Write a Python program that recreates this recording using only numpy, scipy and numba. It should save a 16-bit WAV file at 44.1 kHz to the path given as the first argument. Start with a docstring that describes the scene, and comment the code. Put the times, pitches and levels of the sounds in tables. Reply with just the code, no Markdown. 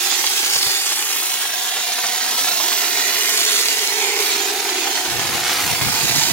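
"""A hopper gun sprays textured coating on an outdoor wall, heard at two microphone ports.
The air jet hisses (filtered noise), and blobs torn off at the nozzle sputter and ring the hollow gun.
Larger lumps snap and thump, and coarse grains tick. The echo off the ground sweeps as the gun is
lowered and raised. Late on, gusts buffet the ports with fluttering low noise."""
import sys
import numpy as np
from scipy import signal
from scipy.fft import rfft, irfft
from scipy.io import wavfile
from scipy.ndimage import uniform_filter1d, map_coordinates
from numba import njit

SR = 44100
rng = np.random.default_rng(int(sys.argv[2]) if len(sys.argv) > 2 else 0)


def digitize_waveform(pressure):
    """Quantize a signal to 16-bit integers and store it at the path in sys.argv[1].

    Rows of a 2-D input are taken as channels; values are limited to [-1, 1].
    """
    field = np.atleast_2d(pressure).T
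    bounded = np.clip(field, -1, 1)
    quanta = np.round(bounded * 32767).astype(np.int16)
    wavfile.write(sys.argv[1], SR, quanta)


N = 278712
T = np.arange(N) / SR  # time in seconds

# strength of the air jet: start_s, hiss_db, sizzle_db [s, dB, dB], before the gains in hiss() and sizzle()
JET_LEVELS = [(0, -25.5, -28.5), (.67, -27, -28.5), (1.0, -27.5, -30), (1.2, -29, -28), (1.65, -30.5, -31),
              (1.85, -30, -31.5), (2.32, -28, -29), (2.38, -30.5, -26), (2.65, -29, -27.5),
              (3.27, -25.5, -29), (3.5, -24.5, -26.5), (4.15, -28, -31.5), (4.24, -27, -29),
              (4.49, -29, -33), (5.05, -29, -32.5), (5.49, -27, -32), (5.65, -28.5, -29.5),
              (5.84, -28.5, -30.5), (6.23, -22.5, -27.5), (6.32, -27.5, -29.5)]
# the nozzle moves sideways and hides behind the worker:
# start_s, left_lead_ms, direct_db [s, ms, dB], the last before the clear_db in shaded()
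NOZZLE_SIGHT = [(0, 0.04, -10), (.45, 0.13, -6.5), (.8, 0.11, -2), (1.2, 0.068, -1), (1.55, 0.055, -6.5),
                (2.2, 0.048, 0), (2.7, 0.053, 0.5), (3.1, 0.068, -3.5), (3.4, 0.11, 0), (3.85, .11, -6),
                (4.2, 0.096, -4), (4.5, 0.0089, -13), (5.15, 0.066, -13), (5.45, -0.017, -2),
                (5.7, 0.013, -3), (5.85, 0.083, -15), (6.15, 0.096, 1), (6.32, 0.087, 0)]
# tone of a low thud, before its level is set: pitch_hz, level_db [Hz, dB]
THUD_TONE = [(20, -20), (70, -10), (150, 3.5), (280, -16), (500, 1), (700, -5), (2500, -9)]
WAVERS_PER_S = 6  # pace of the slow wavering of the jet


def undb(db):
    """Turn decibels into a gain."""
    return 10 ** (np.asarray(db) / 20)


def unit(x):
    """Scale to an average (rms) level of 1."""
    return x / np.sqrt(np.mean(x ** 2))


def curves(table):
    """Join the rows of a table by straight lines in time, one curve for each column."""
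    s, *columns = np.transpose(table)
    return [np.interp(T, s, column) for column in columns]


def walk(rate):
    """Smooth random wandering with spread 1; rate is in steps per second."""
    step = max(int(SR / rate), 2)
    wander = np.interp(np.arange(N) / step, np.arange(8192), rng.standard_normal(8192))
    return unit(uniform_filter1d(wander, step))


def colour(x, points, size=2048):
    """Filter to a (Hz, dB) spectrum, with no sound ahead of its cause."""
    hz, db = np.transpose(points)
    f = np.maximum(np.fft.rfftfreq(size, 1 / SR), 1)
    log_gain = np.log(undb(np.interp(np.log(f), np.log(hz), db)))
    # folding the cepstrum gives the filter its minimum phase
    cepstrum = irfft(log_gain)
    cepstrum[1:size // 2] *= 2
    cepstrum[size // 2 + 1:] = 0
    response = irfft(np.exp(rfft(cepstrum)))
    return signal.fftconvolve(x, response)[:N]


def delay(x, ms):
    """Hear the sound over a path whose length can change, which bends its pitch."""
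    return map_coordinates(x, [np.arange(N) - ms * SR / 1000], order=3, mode="mirror")


@njit
def resonate(x, hz, width):
    """Pass a band around a moving centre (state-variable filter; centre and width in Hz)."""
    y, band, low = np.empty(len(x)), 0., 0.
    for i in range(len(x)):
        g, k = np.tan(np.pi * hz[i] / SR), width / hz[i]
        v = (band + g * (x[i] - low)) / (1 + g * (g + k))
        band, low, y[i] = 2 * v - band, low + 2 * g * v, k * v
    return y


def ring(drive, hz, db, width_hz, air_db=-7):
    """One resonance, rung by the sputter and by air blowing past."""
    blown = drive + undb(air_db) * rng.standard_normal(N)
    once = resonate(blown, hz, float(width_hz))
    twice = resonate(once, hz, float(width_hz))
    return unit(twice) * undb(db)


def steady(x, firm, over_s):
    """Even out the swells of a random vibration (firm 0: not at all, 1: fully)."""
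    span = int(over_s * SR)
    power = uniform_filter1d(uniform_filter1d(x ** 2, span), span)
    return unit(x / np.maximum(power, 1e-9) ** (np.clip(firm, 0, 1) / 2))


def bursts(table, decay_s):
    """An envelope that jumps at each (s, dB) event and dies away."""
    out = np.zeros(N)
    for s, db in table:
        i = int(s * SR)
        out[i:] += undb(db) * np.exp(-T[:N - i] / decay_s)
    return out


def scatter(x, tail, count=70):
    """Diffuse echoes whose pattern keeps turning over as the gun travels."""
    out, hop = np.zeros(N + len(tail)), N // count + 1
    for centre in range(0, N + hop, hop):
        i = np.arange(max(centre - hop, 0), min(centre + hop, N))
        faded = x[i] * np.cos(np.pi / 2 * (i - centre) / hop)
        piece = signal.fftconvolve(faded, tail * rng.standard_normal(len(tail)))
        out[i[0]:i[0] + len(piece)] += piece
    return out[:N]


def yard(x, direct=1, scatter_db=-2.5, scatter_s=0.0087, room_db=-15, room_t60=0.23):
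    """Direct sound, sweeping echoes off ground and wall, nearby scatter and a short doorway tail."""
    # the gun is lowered, held and raised again: start_s, height_m, ground_echo_db [s, m, dB]
    gun_path = [(0, 1.68, -8), (.8, 1.59, -6), (1.3, 1.38, -5), (1.7, 1.31, -6), (2.0, 1.24, -5),
                (2.35, 1.06, -6), (2.7, .92, -6), (3.4, .9, -10), (4.2, 1.0, -13), (5.0, 1.2, -18),
                (5.7, 1.3, -15), (6.32, 1.13, -8)]
    # echo off the sprayed wall: start_s, delay_ms, level_db [s, ms, dB]
    wall_echo = [(0, 3.7, -13), (1.0, 3.72, -9), (1.55, 3.68, -7), (2.0, 3.45, -8), (2.5, 3.0, -9),
                 (3.1, 2.9, -12), (3.7, 3.0, -12), (4.5, 3.75, -17), (6.32, 4.55, -12)]
    # tone of an echo off masonry or ground: pitch_hz, level_db [Hz, dB]
    echo_tone = [(200, -16), (1200, -8), (3000, -2.5), (8000, 1), (16000, -4)]
    # tone of the scattered sound: pitch_hz, level_db [Hz, dB]
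    scatter_tone = [(100, -10), (350, -15), (800, -5), (1500, -1), (3500, 1), (8000, 2), (16000, 1)]
    height_m, ground_db = curves(gun_path)
    ground_ms = 2.3 * height_m  # the echo comes later the higher the gun is
    wall_ms, wall_db = curves(wall_echo)
    lead_ms, _ = curves(NOZZLE_SIGHT)

    t = T[:SR // 10]
    room_s = room_t60 / np.log(1000)
    masonry = undb(scatter_db) * np.exp(-t / scatter_s) / np.sqrt(scatter_s * SR / 2)
    doorway = undb(room_db) * np.exp(-t / room_s) / np.sqrt(room_s * SR / 2)
    tail = np.hypot(masonry, doorway) * (t > .0003)

    echo, wet = colour(x, echo_tone), colour(x, scatter_tone)
    ports = []
    for side in (-1, 1):  # left, right
        lag_ms = side * lead_ms / 2
        near = delay(x, lag_ms)
        near += undb(ground_db) * delay(echo, ground_ms + lag_ms)
        near += undb(wall_db) * delay(echo, wall_ms + lag_ms)
        ports.append(direct * near + scatter(wet, tail))
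    return np.array(ports)


def blobs(per_s=135, uneven=.5, spread_db=2.5, count=2000):
    """Coating is torn off the nozzle in blobs, at uneven intervals; the bore limits their size."""
    gap, size = rng.standard_normal((count, 2)).T
    gaps = np.exp(uneven * gap - uneven ** 2 / 2) / per_s
    at = (np.cumsum(gaps) * SR).astype(int)
    out = np.zeros(N)
    out[at[at < N]] = undb(spread_db * np.minimum(size, 1))[at < N]
    return out


def surge(torn, puff_s=0.0035, depth=.7):
    """Each blob is followed by a short puff of finer spray, on top of a constant flow."""
    puffs = signal.lfilter([1], [1, -np.exp(-1 / (puff_s * SR))], torn)
    return unit(1 + depth * puffs / puffs.mean())


def pops(flow, per_s, spread_db, cap_db):
    """Bits torn off by the jet: one-sided pressure snaps, many small and a few large."""
    fired = rng.random(N) < per_s * flow / SR
    size_db = np.minimum(spread_db * rng.exponential(size=N), cap_db)
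    return unit(-1. * fired * undb(size_db))


def nozzle(torn, flow, soft_hz=2600, fine_db=1, rush_db=0):
    """The soft plop of each blob, finer snaps, and the rush of air that carries them."""
    soften = signal.butter(1, soft_hz, fs=SR, output="sos")
    plop = signal.sosfilt(soften, unit(torn))
    fine = pops(flow, per_s=600, spread_db=11.0, cap_db=4.0)
    rush = unit(flow * rng.standard_normal(N))
    return unit(-undb(1.5) * plop + undb(fine_db) * fine + undb(rush_db) * rush)


def air(flow, spectrum, wide_db, flutter_db=2.5, grit_db=0):
    """Turbulence swelling with each puff: the gritty nozzle part, then the wide fan at each port."""
    flutter = flow ** 0.21 * undb(flutter_db * walk(500))
    grit = pops(flow, per_s=500, spread_db=2.0, cap_db=8.5)
    core = unit(colour(rng.standard_normal(N) * flutter + undb(grit_db) * grit, spectrum))
    fan = np.array([unit(colour(rng.standard_normal(N) * flutter, spectrum)) for _ in range(2)])
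    total = np.hypot(1, undb(wide_db))
    return core / total, fan * undb(wide_db) / total


def shaded(core, fan, clear_db, scattered=0.54):
    """The jet is focused in sight and diffuse behind the worker's back, at about the same loudness."""
    _, direct_db = curves(NOZZLE_SIGHT)
    direct = undb(direct_db + clear_db)
    loudness = np.sqrt(np.var(core) * (direct ** 2 + scattered) + np.var(fan))
    return (yard(core, direct) + fan) / loudness


def hiss(flow):
    """The main rush of the jet: turbulent noise that wavers slowly in level."""
    # tone of the hiss, before its level is set: pitch_hz, level_db [Hz, dB]
    hiss_tone = [(100, -51.5), (300, -13.5), (570, -17.5), (850, -12), (2200, -3), (3300, -0.1), (4300, 0),
                 (5600, -1.5), (7000, -3), (7800, -7.5), (10000, -17), (16000, -46)]
    level_db, _ = curves(JET_LEVELS)
    rush = shaded(*air(flow, hiss_tone, wide_db=-7.5), clear_db=1.5)
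    return rush * undb(level_db + 5.5 + .5 * walk(WAVERS_PER_S))


def sizzle(flow):
    """The top of the jet: higher, calmer turbulent noise that wavers slowly in level."""
    # tone of the sizzle, before its level is set: pitch_hz, level_db [Hz, dB]
    sizzle_tone = [(3000, -41), (6500, -5), (8300, -2), (10000, -1), (12500, -1), (14000, -3.5),
                   (15500, -2)]
    _, level_db = curves(JET_LEVELS)
    rush = shaded(*air(flow, sizzle_tone, wide_db=-6, flutter_db=1.2), clear_db=1.0)
    return rush * undb(level_db + 5.5 + .4 * walk(WAVERS_PER_S))


def sputter(drive):
    """Coating leaves the nozzle unevenly, so its plops and snaps surge in level."""
    # flow of coating, thickest as the gun is raised again: start_s, level_db [s, dB], before a 4.5 dB gain
    feed = [(0, -36.5), (1.6, -38), (2.5, -34.5), (3.1, -34), (3.9, -36.5), (4.15, -32.5), (4.9, -32.5),
            (5.3, -30), (5.9, -30), (6.32, -39.5)]
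    # tone of the sputter, before its level is set: pitch_hz, level_db [Hz, dB]
    sputter_tone = [(30, -20), (90, -10.5), (190, -16.5), (285, -14.5), (490, 9.5), (580, -0.5), (700, -6),
                    (950, 9), (1150, 8), (1600, 7.5), (2200, 8), (4000, -3.5), (7000, -18), (15000, -8.5)]
    surge_db, surges_per_s = 0.5, 14
    level_db = curves(feed)[0] + surge_db * walk(surges_per_s)
    return unit(colour(drive, sputter_tone)) * undb(level_db + 4.5)


def hum(drive, hz, db, width_hz=80, skirt_db=-8, skirt_hz=200):
    """The low resonance: a firm core kept going by the air stream, in a wider, sputtering skirt."""
    core = steady(ring(drive, hz, 0, width_hz, air_db=0), firm=.15, over_s=.03)
    return core * undb(db) + ring(drive, hz, db + skirt_db, skirt_hz)


def hollow(drive):
    """Four resonances of gun and hopper that shift as the gun moves."""
    # ring of gun and hopper: start_s, low_db, upper_db [s, dB, dB], before the trims below
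    ring_levels = [(0.05, -40, -35), (0.12, -38.5, -37), (1.16, -42.5, -38), (1.5, -50, -32.5),
                   (2.29, -52, -31), (2.64, -37.5, -30), (3.25, -35, -33.5), (3.6, -33.5, -34),
                   (3.95, -35, -36), (4.07, -29, -29.5), (4.45, -29.5, -28), (4.8, -30, -28),
                   (5.24, -36, -30), (6.2, -40, -33)]
    # their pitches shift as the gun is turned: start_s, low_hz, upper_hz [s, Hz, Hz]
    ring_pitches = [(0, 378, 772), (1, 412, 808), (1.6, 412, 753), (2.7, 381, 746), (3.3, 430, 710),
                    (4.1, 422, 800), (4.7, 389, 764), (5.1, 356, 765), (6.32, 373, 730)]
    # the hopper's open mouth: start_s, pitch_hz, level_db [s, Hz, dB]
    open_mouth = [(0, 880, -40), (1.4, 924, -43.5), (2.0, 960, -40.5), (2.7, 900, -36), (3.5, 870, -41.5),
                  (4.3, 926, -36.5), (5.4, 850, -33.5), (6.32, 900, -31.5)]
    # a nasal resonance, out while the gun is held low: start_s, pitch_hz, level_db [s, Hz, dB]
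    nasal_ring = [(1.6, 1640, -50), (2.5, 1760, -57), (2.95, 1910, -35.5), (3.25, 1920, -31),
                  (3.45, 1940, -41), (3.65, 1880, -34.5), (3.85, 1940, -36), (4.06, 2150, -29),
                  (4.35, 2240, -33), (4.6, 2320, -48)]
    low_db, upper_db = curves(ring_levels)
    low_hz, upper_hz = curves(ring_pitches)
    low = hum(drive, low_hz, low_db - 2.5)
    upper = ring(drive, upper_hz, upper_db - 4.5, width_hz=173)
    mouth = ring(drive, *curves(open_mouth), width_hz=247)
    nasal = ring(drive, *curves(nasal_ring), width_hz=560, air_db=0)
    return low + upper + mouth + nasal


def keen_edge(drive):
    """A keen band of noise on the hiss that shifts with the aim of the nozzle."""
    # the keen band: start_s, pitch_hz, level_db [s, Hz, dB]
    keen_band = [(0, 5100, -44), (.45, 4800, -37), (.7, 4700, -25), (1.05, 4700, -45), (1.9, 5300, -46),
                 (2.4, 5700, -33), (3.0, 5780, -34), (3.5, 6330, -39), (4.2, 6830, -50), (4.7, 6400, -42),
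                 (5.7, 6600, -58), (6.0, 6550, -33), (6.32, 6700, -44)]
    return ring(drive, *curves(keen_band), width_hz=1000, air_db=3)


def lumps(count=80):
    """A lump leaves with a snap, some spray and a low thump; small ones come at random times."""
    # large lumps leaving the nozzle: start_s, snap_db, thump_db [s, dB, dB], before tone filters and smoothing
    large = [(.076, -9, -55), (.124, -4, -54), (.207, -8, -55), (.241, -2, -55), (.366, -10, -55),
             (.559, -2, -21), (.664, -7, -21), (1.0, -18, -33), (1.21, -23, -40), (1.29, -18, -33),
             (1.34, -18, -36), (1.454, -5, -58), (1.767, -3, -58), (1.984, -6, -58), (2.041, 0, -61),
             (2.215, -14, -40), (2.26, -12, -41), (2.29, -8, -52), (2.444, -1.5, -39), (2.483, -0.5, -37),
             (2.533, -8, -36), (2.6, -3, -56), (2.719, -1, -55), (3.104, -9, -57), (3.16, -17, -41),
             (3.196, -17, -48), (3.246, -14, -58), (3.45, -21, -36), (3.785, -9, -38), (3.921, -5, -29),
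             (4.38, -14, -42), (4.485, -8, -55), (4.69, -5, -55), (4.871, -4, -59), (4.971, -20, -55),
             (5.061, -2.5, -59), (5.195, 0.5, -42), (5.253, -2, -43), (5.33, -5, -42), (5.495, 0, -45),
             (5.555, -8, -48), (5.596, -2, -43), (5.75, -7, -51), (5.815, -1, -46.5), (5.885, -1, -48),
             (5.942, -1, -45), (5.988, -6, -45)]
    # tone of the snap and its spray: pitch_hz, level_db [Hz, dB]
    splat_tone = [(60, -20), (200, -13), (350, -3), (570, -6), (850, 2), (2000, 0), (4500, -4),
                  (15000, -19)]
    small_per_s, small_snap_db, small_thump_db, spread_db = 5, -7, -43, 3
    chance = rng.random((count, 3))
    at = (np.arange(count) + chance[:, 0]) / small_per_s  # one at random in each time slot
    shifts_db = spread_db * (1 - 2 * chance[:, 1:])
    small = [(s, small_snap_db + a, small_thump_db + b) for s, (a, b) in zip(at, shifts_db) if s < T[-1]]
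    s, snap_db, thump_db = np.transpose(list(large) + small)

    snap = -bursts(zip(s, snap_db), decay_s=.00004)
    spray = bursts(zip(s, snap_db), decay_s=.006) * rng.standard_normal(N)
    splat = colour(snap + undb(-11) * spray, splat_tone)
    push = uniform_filter1d(bursts(zip(s, thump_db), decay_s=0.016), size=120)
    thumps = [push * unit(colour(rng.standard_normal(N), THUD_TONE)) for _ in range(2)]
    return splat, np.array(thumps)


def ticks():
    """Each coarse grain rings for a few cycles, at a pitch of its own."""
    # grains ticking out of the spray: start_s, level_db [s, dB], before the 2 dB gain and the low cut
    grains = [(.201, -20), (0.267, 3), (0.273, -1), (.347, -14), (.438, -21), (0.523, -25), (0.558, -1),
              (.563, -1), (.589, -1), (.628, -1), (0.631, 2), (0.679, -10), (.803, -20), (1.040, -13),
              (1.909, -13), (1.920, -6), (2.036, -10), (2.068, -5), (2.438, -5), (2.495, -13), (2.686, -4),
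              (2.787, -6), (2.987, -8), (3.161, -14), (3.180, -17), (3.257, -17), (3.450, -12),
              (3.572, -10), (3.685, 2), (3.773, -13), (3.793, -3.5), (3.875, -1), (3.939, -6), (4.131, -21),
              (5.1, -8), (5.441, -7), (5.531, -7), (5.949, -8), (6.236, -2), (6.295, -5)]
    usual_hz, decay_s, left_minus_right_db = 4800, .0003, -1.5
    out, t = np.zeros(N), T[:256]
    for (s, db), size in zip(grains, rng.standard_normal(len(grains))):
        i = int(s * SR)
        tone = np.sin(2 * np.pi * usual_hz * np.exp(.1 * size) * t)
        out[i:i + len(t)] -= undb(db + 2) * np.exp(-t / decay_s) * tone
    low_cut = signal.butter(2, 1500, "high", fs=SR, output="sos")
    out = signal.sosfilt(low_cut, out)
    lead_ms, _ = curves(NOZZLE_SIGHT)
    return np.array([delay(out, -side * lead_ms / 2) * undb(side * left_minus_right_db / 2)
                     for side in (1, -1)])


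def shrill_band(drive):
    """A shrill band of the jet that swells and rises in pitch with the rasp."""
    # the shrill band: start_s, pitch_hz, level_db [s, Hz, dB]
    shrill_curve = [(.7, 10400, -54), (1.1, 10600, -38), (1.7, 10600, -40), (2.25, 11400, -36),
                    (2.65, 12800, -30), (2.95, 13100, -36), (3.3, 12100, -43), (3.7, 12000, -54)]
    return ring(drive, *curves(shrill_curve), width_hz=2600)


def rasp(drive):
    """A broad band of noise from the jet that rises as the gun comes down."""
    # the rasp: start_s, pitch_hz, level_db [s, Hz, dB]
    rasp_band = [(.8, 2900, -62), (1.25, 2980, -37), (1.55, 3480, -34), (1.9, 3770, -32.5),
                 (2.28, 3930, -38), (2.39, 4080, -25.5), (2.55, 4080, -33), (3.05, 4150, -31),
                 (3.5, 4100, -47), (4.1, 4200, -37)]
    return ring(drive, *curves(rasp_band), width_hz=1200, air_db=0)


def sway(pan_db):
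    """Left and right gains as the gun swings about its usual place."""
    return undb(np.array([[1], [-1]]) * (pan_db - pan_db.mean()) / 2)


def dip(ports, table, width_hz):
    """Take part of a narrow, drifting band out of the spray."""
    hz, db = curves(table)
    return np.array([x - (1 - undb(db)) * resonate(x, hz, float(width_hz)) for x in ports])


def drifting_hollows(spray):
    """Two shallow hollows drift through the spray, the lower one rising in pitch."""
    # the lower hollow: start_s, pitch_hz, depth_db [s, Hz, dB]
    lower_dip = [(.6, 3700, 0), (.95, 3900, -3), (1.3, 4650, -3.5), (1.5, 4660, -4), (1.85, 4700, -1.5),
                 (2.3, 5000, 0)]
    # the higher hollow: start_s, pitch_hz, depth_db [s, Hz, dB]
    higher_dip = [(.9, 7600, 0), (1.4, 7800, -3), (2.05, 7700, -2), (2.6, 7900, 0), (3.5, 7900, -1),
                  (5.0, 8000, -2), (6.0, 7900, 0)]
    return dip(dip(spray, lower_dip, width_hz=1000), higher_dip, width_hz=660)


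def drone(drive):
    """A dull, narrow resonance under the spray while the gun is in front of the doorway."""
    # the drone: start_s, pitch_hz, level_db [s, Hz, dB]
    drone_band = [(1.1, 270, -59), (1.6, 250, -56.5), (2.4, 263, -48.5), (2.9, 297, -45.5), (3.7, 304, -48),
                  (4.1, 303, -55)]
    return ring(drive, *curves(drone_band), width_hz=72)


def wind(flutter_db=3, flutters_per_s=170, thud_db=-7):
    """A faint rumble, then a fluttering breeze with short gusts; each port has its own eddies."""
    # the breeze reaches the left port first: start_s, left_db, right_db [s, dB, dB]
    breeze = [(0, -70, -61), (4.9, -65, -70), (5.2, -31, -50), (5.55, -43, -50), (5.75, -48, -39),
              (6.0, -39, -36.5), (6.32, -41, -33)]
    # gusts on the ports: middle_s, length_s, left_db, right_db [s, s, dB, dB]
    gust_list = [(5.092, 0.035, -33, -57), (5.14, 0.035, -26.5, -58), (5.19, .03, -29, -45),
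                 (5.25, 0.078, -33, -45), (5.31, 0.022, -26, -52), (5.355, 0.036, -27, -50),
                 (5.414, 0.028, -39, -31.5), (5.51, 0.021, -28, -52), (5.6, .03, -32, -50),
                 (5.646, 0.018, -20, -52), (5.675, 0.02, -21.5, -39), (5.72, 0.027, -18.5, -35),
                 (5.774, 0.03, -55, -36), (5.831, 0.039, -22, -30), (5.877, 0.044, -20, -35),
                 (5.93, 0.037, -43, -35), (6.049, 0.028, -25, -27), (6.113, 0.038, -36, -26.5),
                 (6.164, .02, -24, -25.5), (6.187, 0.016, -36, -19), (6.26, .05, -37, -37),
                 (6.315, 0.021, -28, -24.5)]
    # tone of the eddies, before their level is set: pitch_hz, level_db [Hz, dB]
    wind_tone = [(20, -30), (50, -23), (90, -0.5), (135, 3), (230, -5), (400, -9.5), (900, -28),
                 (3000, -77)]
    edge_s = 0.026  # rise and fall of a gust
    ports = []
    for side, breeze_db in enumerate(curves(breeze)):
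        gusts = np.zeros(N)
        for s, length_s, *db in gust_list:
            shape = np.clip((length_s / 2 - np.abs(T - s)) / edge_s + .5, 0, 1)
            gusts += undb(db[side]) * shape
        eddies = steady(colour(rng.standard_normal(N), wind_tone), firm=.75, over_s=.015)
        thuds = unit(colour(rng.standard_normal(N), THUD_TONE))
        flutter = unit(undb(flutter_db * walk(flutters_per_s)))
        strength = np.hypot(undb(breeze_db), gusts)
        ports.append(flutter * (strength * eddies + undb(thud_db) * gusts * thuds))
    return np.array(ports)


def scene():
    """One uneven flow of coating drives the sputter, the resonances and the hiss."""
    # where the jet is heard, left minus right: start_s, hiss_db, sizzle_db [s, dB, dB]
    # (only the swing about each column's average over time is used)
    jet_pan = [(0.0, -8, 2), (0.54, -6.5, 6), (2.46, -6.5, 4.5), (2.6, -8, 1), (3.47, -7.5, 5.5),
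               (4.15, -7.5, 4), (5.67, -6, 7), (6.0, -7.5, 2), (6.32, -8, 2)]
    hiss_pan_db, sizzle_pan_db = curves(jet_pan)
    torn = blobs()
    flow = surge(torn)
    drive = nozzle(torn, flow)
    splat, thumps = lumps()
    from_gun = sputter(drive) + hollow(drive) + splat + rasp(drive) + keen_edge(drive) + drone(drive)
    body = yard(from_gun) + hiss(flow)
    top = sizzle(flow) + yard(shrill_band(drive))
    spray = body * sway(hiss_pan_db) + top * sway(sizzle_pan_db)
    return drifting_hollows(spray) + ticks() + thumps + wind()


def record(dry):
    """Each port colours the sound its own way; high peaks are rounded and the top is cut steeply."""
    # how much more the left port hears than the right: pitch_hz, level_db [Hz, dB]
    port_tone = [(100, -2.5), (350, -3.5), (2400, -3.5), (5900, -4.5), (6850, -8), (7800, -2.5), (8500, 7),
                 (9700, 1), (11500, 1.5), (13000, -1), (15200, -6)]
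    ports = []
    for x, side in zip(dry, (1, -1)):
        ports.append(colour(x, [(hz, side * db / 2 - .5) for hz, db in port_tone]))
    ports = np.array(ports)
    rounded = ports / (1 + (ports / .9) ** 6) ** (1 / 6)  # never beyond 0.9
    top_cut = signal.ellip(12, .05, 60, 15800, fs=SR, output="sos")  # edge at 15800 Hz
    return signal.sosfiltfilt(top_cut, rounded)


dry = scene()
out = record(dry)
digitize_waveform(out)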